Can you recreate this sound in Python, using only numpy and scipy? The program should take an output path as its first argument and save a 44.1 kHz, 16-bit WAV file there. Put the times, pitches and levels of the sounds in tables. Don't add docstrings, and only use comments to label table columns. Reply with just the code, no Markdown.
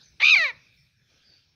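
import sys
import numpy as np
from scipy import signal
from scipy.fft import rfft, irfft
from scipy.io import wavfile
from scipy.ndimage import uniform_filter1d

SR = 44100
rng = np.random.default_rng(int(sys.argv[2]) if len(sys.argv) > 2 else 0)


def wav_record(signal):
    frames = np.transpose(np.atleast_2d(signal))
    bounded = np.clip(frames, -1, 1)
    quanta = np.round(bounded * 32767).astype(np.int16)
    wavfile.write(sys.argv[1], SR, quanta)


N = 68355
T = np.arange(N) / SR
BINS = np.fft.rfftfreq(N, 1 / SR)


def amp(db):
    return 10 ** (np.asarray(db) / 20)


def unit_rms(x):
    return x / np.sqrt(np.mean(x ** 2) + 1e-20)


def read(table, hz):
    f, value = np.transpose(table)
    return np.interp(np.log(hz + 1), np.log(np.sort(f) + 1), value)


def coloured(x, spectrum):
    return irfft(rfft(x) * amp(read(spectrum, BINS)), N)


def noise(spectrum, envelope=1):
    return unit_rms(coloured(envelope * rng.standard_normal(N), spectrum))


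def wander(hz):
    return unit_rms(irfft(rfft(rng.standard_normal(N)) * np.exp(-(BINS / hz) ** 2), N))


def echo(x, t60):
    hz, t, spectra = signal.stft(rng.standard_normal(SR), SR, nperseg=256)
    t60 = read(t60, hz)[:, None] if np.ndim(t60) else t60
    envelope = np.exp(-np.log(1000) * t / t60) * np.minimum(t / 0.0075, 1)
    tail = signal.istft(spectra * envelope, SR, nperseg=256)[1]
    return signal.fftconvolve(x, tail / np.linalg.norm(tail))[:N]


def delayed(x, seconds):
    hz = np.fft.rfftfreq(2 * N, 1 / SR)
    return irfft(rfft(x, 2 * N) * np.exp(-2j * np.pi * hz * seconds))[:N]


# (frequency [Hz], relative density [dB])
AIR_SPECTRUM = [(250, -2.5), (600, -8), (1100, -16), (1600, -4), (1950, -8.5), (2400, 0), (2850, -7),
                (3600, 0.5), (5600, -4), (6400, -12.5), (7400, -37.5), (15500, -33.5)]
RUMBLE_SPECTRUM = [(20, -31.5), (40, -20.5), (60, 1.5), (90, 3), (145, 3.5), (200, -8.5), (280, -21),
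                   (500, -36)]
# (time [s], level [dB])
AIR_LEVELS = [(0, -62.5), (.15, -67), (0.599, -62.5), (0.849, -72), (0.969, -75), (1.07, -72), (1.1, -64),
              (1.38, -65), (1.481, -70)]
RUMBLE_LEVELS = [(0, -65), (.2, -66.5), (.27, -75), (.42, -79), (0.501, -65.5), (0.589, -70), (0.751, -65),
                 (1.14, -71.5), (1.3, -72), (1.55, -74)]


def outdoor_air(patch_db=3.5):
    hiss = amp(np.interp(T, *np.transpose(AIR_LEVELS))) * noise(AIR_SPECTRUM)
    rumble = amp(np.interp(T, *np.transpose(RUMBLE_LEVELS))) * noise(RUMBLE_SPECTRUM)
    spectra = signal.stft(hiss + rumble, SR, nperseg=512)[2]
    patches = uniform_filter1d(rng.standard_normal(spectra.shape), size=6, axis=0)
    patches = unit_rms(uniform_filter1d(patches, size=14, axis=1))
    return signal.istft(spectra * amp(patch_db * patches), SR, nperseg=512)[1][:N]


# (start [s], length [s], pitch [Hz], glide [Hz], bandwidth [Hz], level [dB])
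DISTANT_CHIRPS = [(.005, 0.04, 4600, -3.5, 900, -58), (0.012, 0.093, 6240, -250, 500, -62.5),
                  (1.092, 0.316, 1537, 71, 200, -78), (.755, 0.088, 5360, 3.5, 799, -67),
                  (1.238, .1, 4872, -300, 547, -59.5), (1.302, .11, 4510, 156.5, 502, -63)]


def small_birds(echo_db=-3.5):
    chirps = np.zeros(N)
    for start, length, hz, glide, width, db in DISTANT_CHIRPS:
        progress = np.clip((T - start) / length, 0, 1)
        whistle = np.cos(2 * np.pi * np.cumsum(hz + glide * progress) / SR) * wander(width / 2)
        chirps += amp(db) * np.sin(np.pi * progress) * unit_rms(whistle)
    return chirps + amp(echo_db) * echo(chirps, t60=0.3)


# (time [s], pitch [Hz], level [dB], brightness [dB/octave], roughness [0-1])
SCREAM_PATH = [(.1968, 372, -59, -1, .28), (.2034, 402, -27, -0.25, 0.4), (.2142, 521.1, -30, -0.04, 0.4),
               (.2212, 755, -21.5, 0.03, 0.3), (.2258, 881, -24, -0.8, .22),
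               (.2287, 1212, -16.5, -2.5, 0.2), (.2338, 1135, -15, -2.5, 0.05),
               (.2455, 1192, -12.5, 0.5, 0), (.286, 1228, -13, 1.5, 0.01), (.3212, 1267, -13, 3, 0.04),
               (.3345, 1233, -14, .5, 0), (.3435, 1169, -11.5, 1, 0), (.3508, 1088, -15.5, 0.5, 0),
               (.3562, 1045, -22, -1.5, 0.2)]
WAIL_PATH = [(.3568, 807, -23, 3.5, .08), (.3606, 794.8, -14, -1, .05), (.3712, 757, -15, 1, 0.05),
             (.3755, 734.3, -19, 1, 0.054), (.3902, 682.6, -22, 1.4, 0.065),
             (.4032, 658.5, -20.6, 1.66, .07), (.4362, 618, -22, 1.1, .06),
             (.4462, 589.7, -21, -0.6, 0.057), (.4605, 555.2, -23, -2, 0.065),
             (.4802, 514.4, -30.5, -0.5, 0.086), (.4985, 478.2, -30, -3.5, .07),
             (.5082, 449.8, -35, -7, 0.073), (.5168, 434, -43, -7, 0.14)]


def call_gesture():
    times, *columns = np.transpose(SCREAM_PATH + WAIL_PATH)
    curves = [uniform_filter1d(np.interp(T, np.sort(times), c), size=56) for c in columns]
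    croaking = np.interp(T, [SCREAM_PATH[3][0], SCREAM_PATH[5][0]], [1, 0])
    break_times = sorted([SCREAM_PATH[-1][0], WAIL_PATH[0][0]])
    wailing = uniform_filter1d(np.interp(T, break_times, [0, 1]), size=100)
    sounding = uniform_filter1d(1. * ((T > times[0]) & (T < times[-1])), size=64)
    return curves, croaking, wailing, sounding


# (frequency [Hz], relative gain [dB])
CROAK_SHAPE = [(300, -27.5), (1050, -14), (1500, -18), (2030, 0), (2520, -10), (2900, -9), (4100, -10),
               (4850, -33), (5900, -26), (6600, -56)]
SCREAM_SHAPE = [(150, -56), (400, -28.5), (650, -25), (1150, -24), (1500, -25), (1950, -6.5), (2350, 0.5),
                (2550, -2), (2800, -5.5), (3080, -7), (3400, -26), (3560, -12.5), (3800, -10.5),
                (4450, -15), (5200, -28), (5600, -33.5), (6200, -29.5), (7300, -61.5), (8600, -57),
                (9400, -69), (10800, -53), (13500, -67.5), (15300, -56.5)]
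WAIL_SHAPE = [(400, -34.5), (630, -17), (760, -27), (1050, -15), (1600, -19.5), (1860, 0), (2080, -2),
              (2370, 4), (2470, -14.5), (2560, -8.5), (2720, -13), (2950, -19.5), (3200, -21.5),
              (3420, -32.5), (3650, -18), (4650, -23), (5200, -35.5), (6100, -32), (7300, -54), (9400, -62),
              (11500, -49.5), (15000, -70.5)]


def throat(hz, pitch, croaking, wailing, beak_hz=4450, beak_width_hz=320, beak_db=10):
    opening = (pitch / SCREAM_PATH[1][1]) ** 0.19
    resonance_hz = beak_hz * (pitch / WAIL_PATH[0][1]) ** 0.31
    croak_db = read(CROAK_SHAPE, hz / opening)
    scream_db = read(SCREAM_SHAPE, hz)
    wail_db = read(WAIL_SHAPE, hz) + beak_db * np.exp(-((hz - resonance_hz) / beak_width_hz) ** 2)
    return amp(croaking * croak_db + (1 - croaking - wailing) * scream_db + wailing * wail_db)


def throat_phase():
    log_gain = np.log(amp(read(SCREAM_SHAPE, abs(np.fft.fftfreq(N, 1 / SR)))))
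    return -signal.hilbert(log_gain).imag[:len(BINS)]


def syrinx(cycles, hz, pitch, brightness, croaking, wailing, shimmer=0.071):
    throat_shift = throat_phase()
    voice, power = np.zeros(N), np.zeros(N)
    for k in range(1, 24):
        tilt = amp(brightness * np.log2(np.minimum(k * pitch, 6000) / pitch))
        waver = 0.3 * np.minimum(k * hz / 10000, 1) ** 2 * wander(hz=68)
        phase = 2 * np.pi * k * cycles + np.interp(k * hz, BINS, throat_shift) + waver
        voice += (k * hz < SR / 2) * tilt * throat(k * hz, pitch, croaking, wailing) * np.cos(phase)
        power += (tilt * throat(k * pitch, pitch, croaking, wailing)) ** 2 / 2
    voice *= 1 + shimmer * wander(hz=343)
    return voice / np.sqrt(uniform_filter1d(power, size=100))


# (frequency [Hz], relative density [dB])
RASP_SPECTRUM = [(300, -71), (800, -33.5), (1200, -20.5), (2200, -3), (3100, -7.5), (4100, -0.5),
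                 (5300, -16), (6300, -15.5), (7400, -41), (10000, -54)]


def rasp(puffs, croaking):
    return croaking * noise(CROAK_SHAPE, puffs) + (1 - croaking) * noise(RASP_SPECTRUM, puffs)


# (frequency [Hz], relative density [dB])
SIZZLE_SPECTRUM = [(1000, -63), (2000, -8.5), (2850, 6), (4500, 4.5), (5500, -2.5), (6300, 0.5),
                   (7400, -21), (8600, -21), (9400, -32), (11500, -21), (13800, -30), (15300, -21)]


def sizzle(puffs, croaking, level_db=-25, crack_s=0.25, crack_width_s=0.00087):
    crack_db = 10.5 * np.exp(-((T - crack_s) / crack_width_s) ** 2)
    return (1 - croaking) * amp(level_db + crack_db) * noise(SIZZLE_SPECTRUM, puffs)


# (time [s], pitch rise [Hz], level change [dB])
SCREAM_FLUTTERS = [(0.2404, 100.6, -1.5), (0.251, 332.3, -4.5), (0.2654, 363, -3), (0.28, 388.7, -4),
                   (0.293, 359.5, -2.5), (0.3046, 242.6, -2.5), (0.3158, 98.9, -3)]


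def flutter(hz, level_db, width_s=0.0025):
    for at, rise, change_db in SCREAM_FLUTTERS:
        flick = np.exp(-((T - at) / width_s) ** 2)
        hz = hz + rise * flick
        level_db = level_db + change_db * flick
    return hz, level_db


def peafowl(jitter=0.0048, beak_cut_hz=450):
    (pitch, level_db, brightness, roughness), croaking, wailing, sounding = call_gesture()
    hz, level_db = flutter(pitch, level_db)
    cycles = np.cumsum(hz * (1 + jitter * wander(hz=343))) / SR
    voice = syrinx(cycles, hz, pitch, brightness, croaking, wailing)
    puffs = 0.21 + np.exp(-(cycles % 1) / 0.36)
    breath = roughness * rasp(puffs, croaking) + sizzle(puffs, croaking)
    call = sounding * amp(level_db) * (voice + breath)
    return signal.sosfilt(signal.butter(4, beak_cut_hz, "high", fs=SR, output="sos"), call)


# (delay [s], gain [dB])
NEAR_REFLECTIONS = [(.0031, -29.5), (.0074, -20.5), (.021, -23)]
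# (frequency [Hz], gain [dB])
PEN_RING = [(300, -31), (520, -9.5), (800, -13), (1500, -14.5), (2400, -24), (4000, -24)]
# (frequency [Hz], time to fall 60 dB [s])
YARD_DECAY = [(1200, 0.46), (2000, .65), (2400, 1.5), (3000, 0.77), (5000, 1.1), (12000, .4)]


def pen(call, yard_db=-41.5, wall_db=-53.5, wall_delay_s=0.38):
    near = sum(amp(db) * delayed(call, seconds) for seconds, db in NEAR_REFLECTIONS)
    ring = coloured(echo(call, t60=0.3), PEN_RING)
    yard = amp(yard_db) * echo(call, YARD_DECAY)
    wall = amp(wall_db) * delayed(echo(call, t60=0.32), wall_delay_s)
    return call + near + ring + yard + wall


def bump(at_s=0.3925, hz=160, width_s=0.0038, level_db=-45):
    t = T - at_s
    return amp(level_db) * np.exp(-(t / width_s) ** 2) * np.sin(2 * np.pi * hz * t)


def scene():
    return (pen(peafowl()) + small_birds() + outdoor_air() + bump())[None]


def record(dry, edge_hz=15750):
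    lowpass = signal.firwin(511, edge_hz, window=("kaiser", 9), fs=SR)
    return signal.oaconvolve(dry, lowpass[None], "same")


dry = scene()
out = record(dry)
wav_record(out)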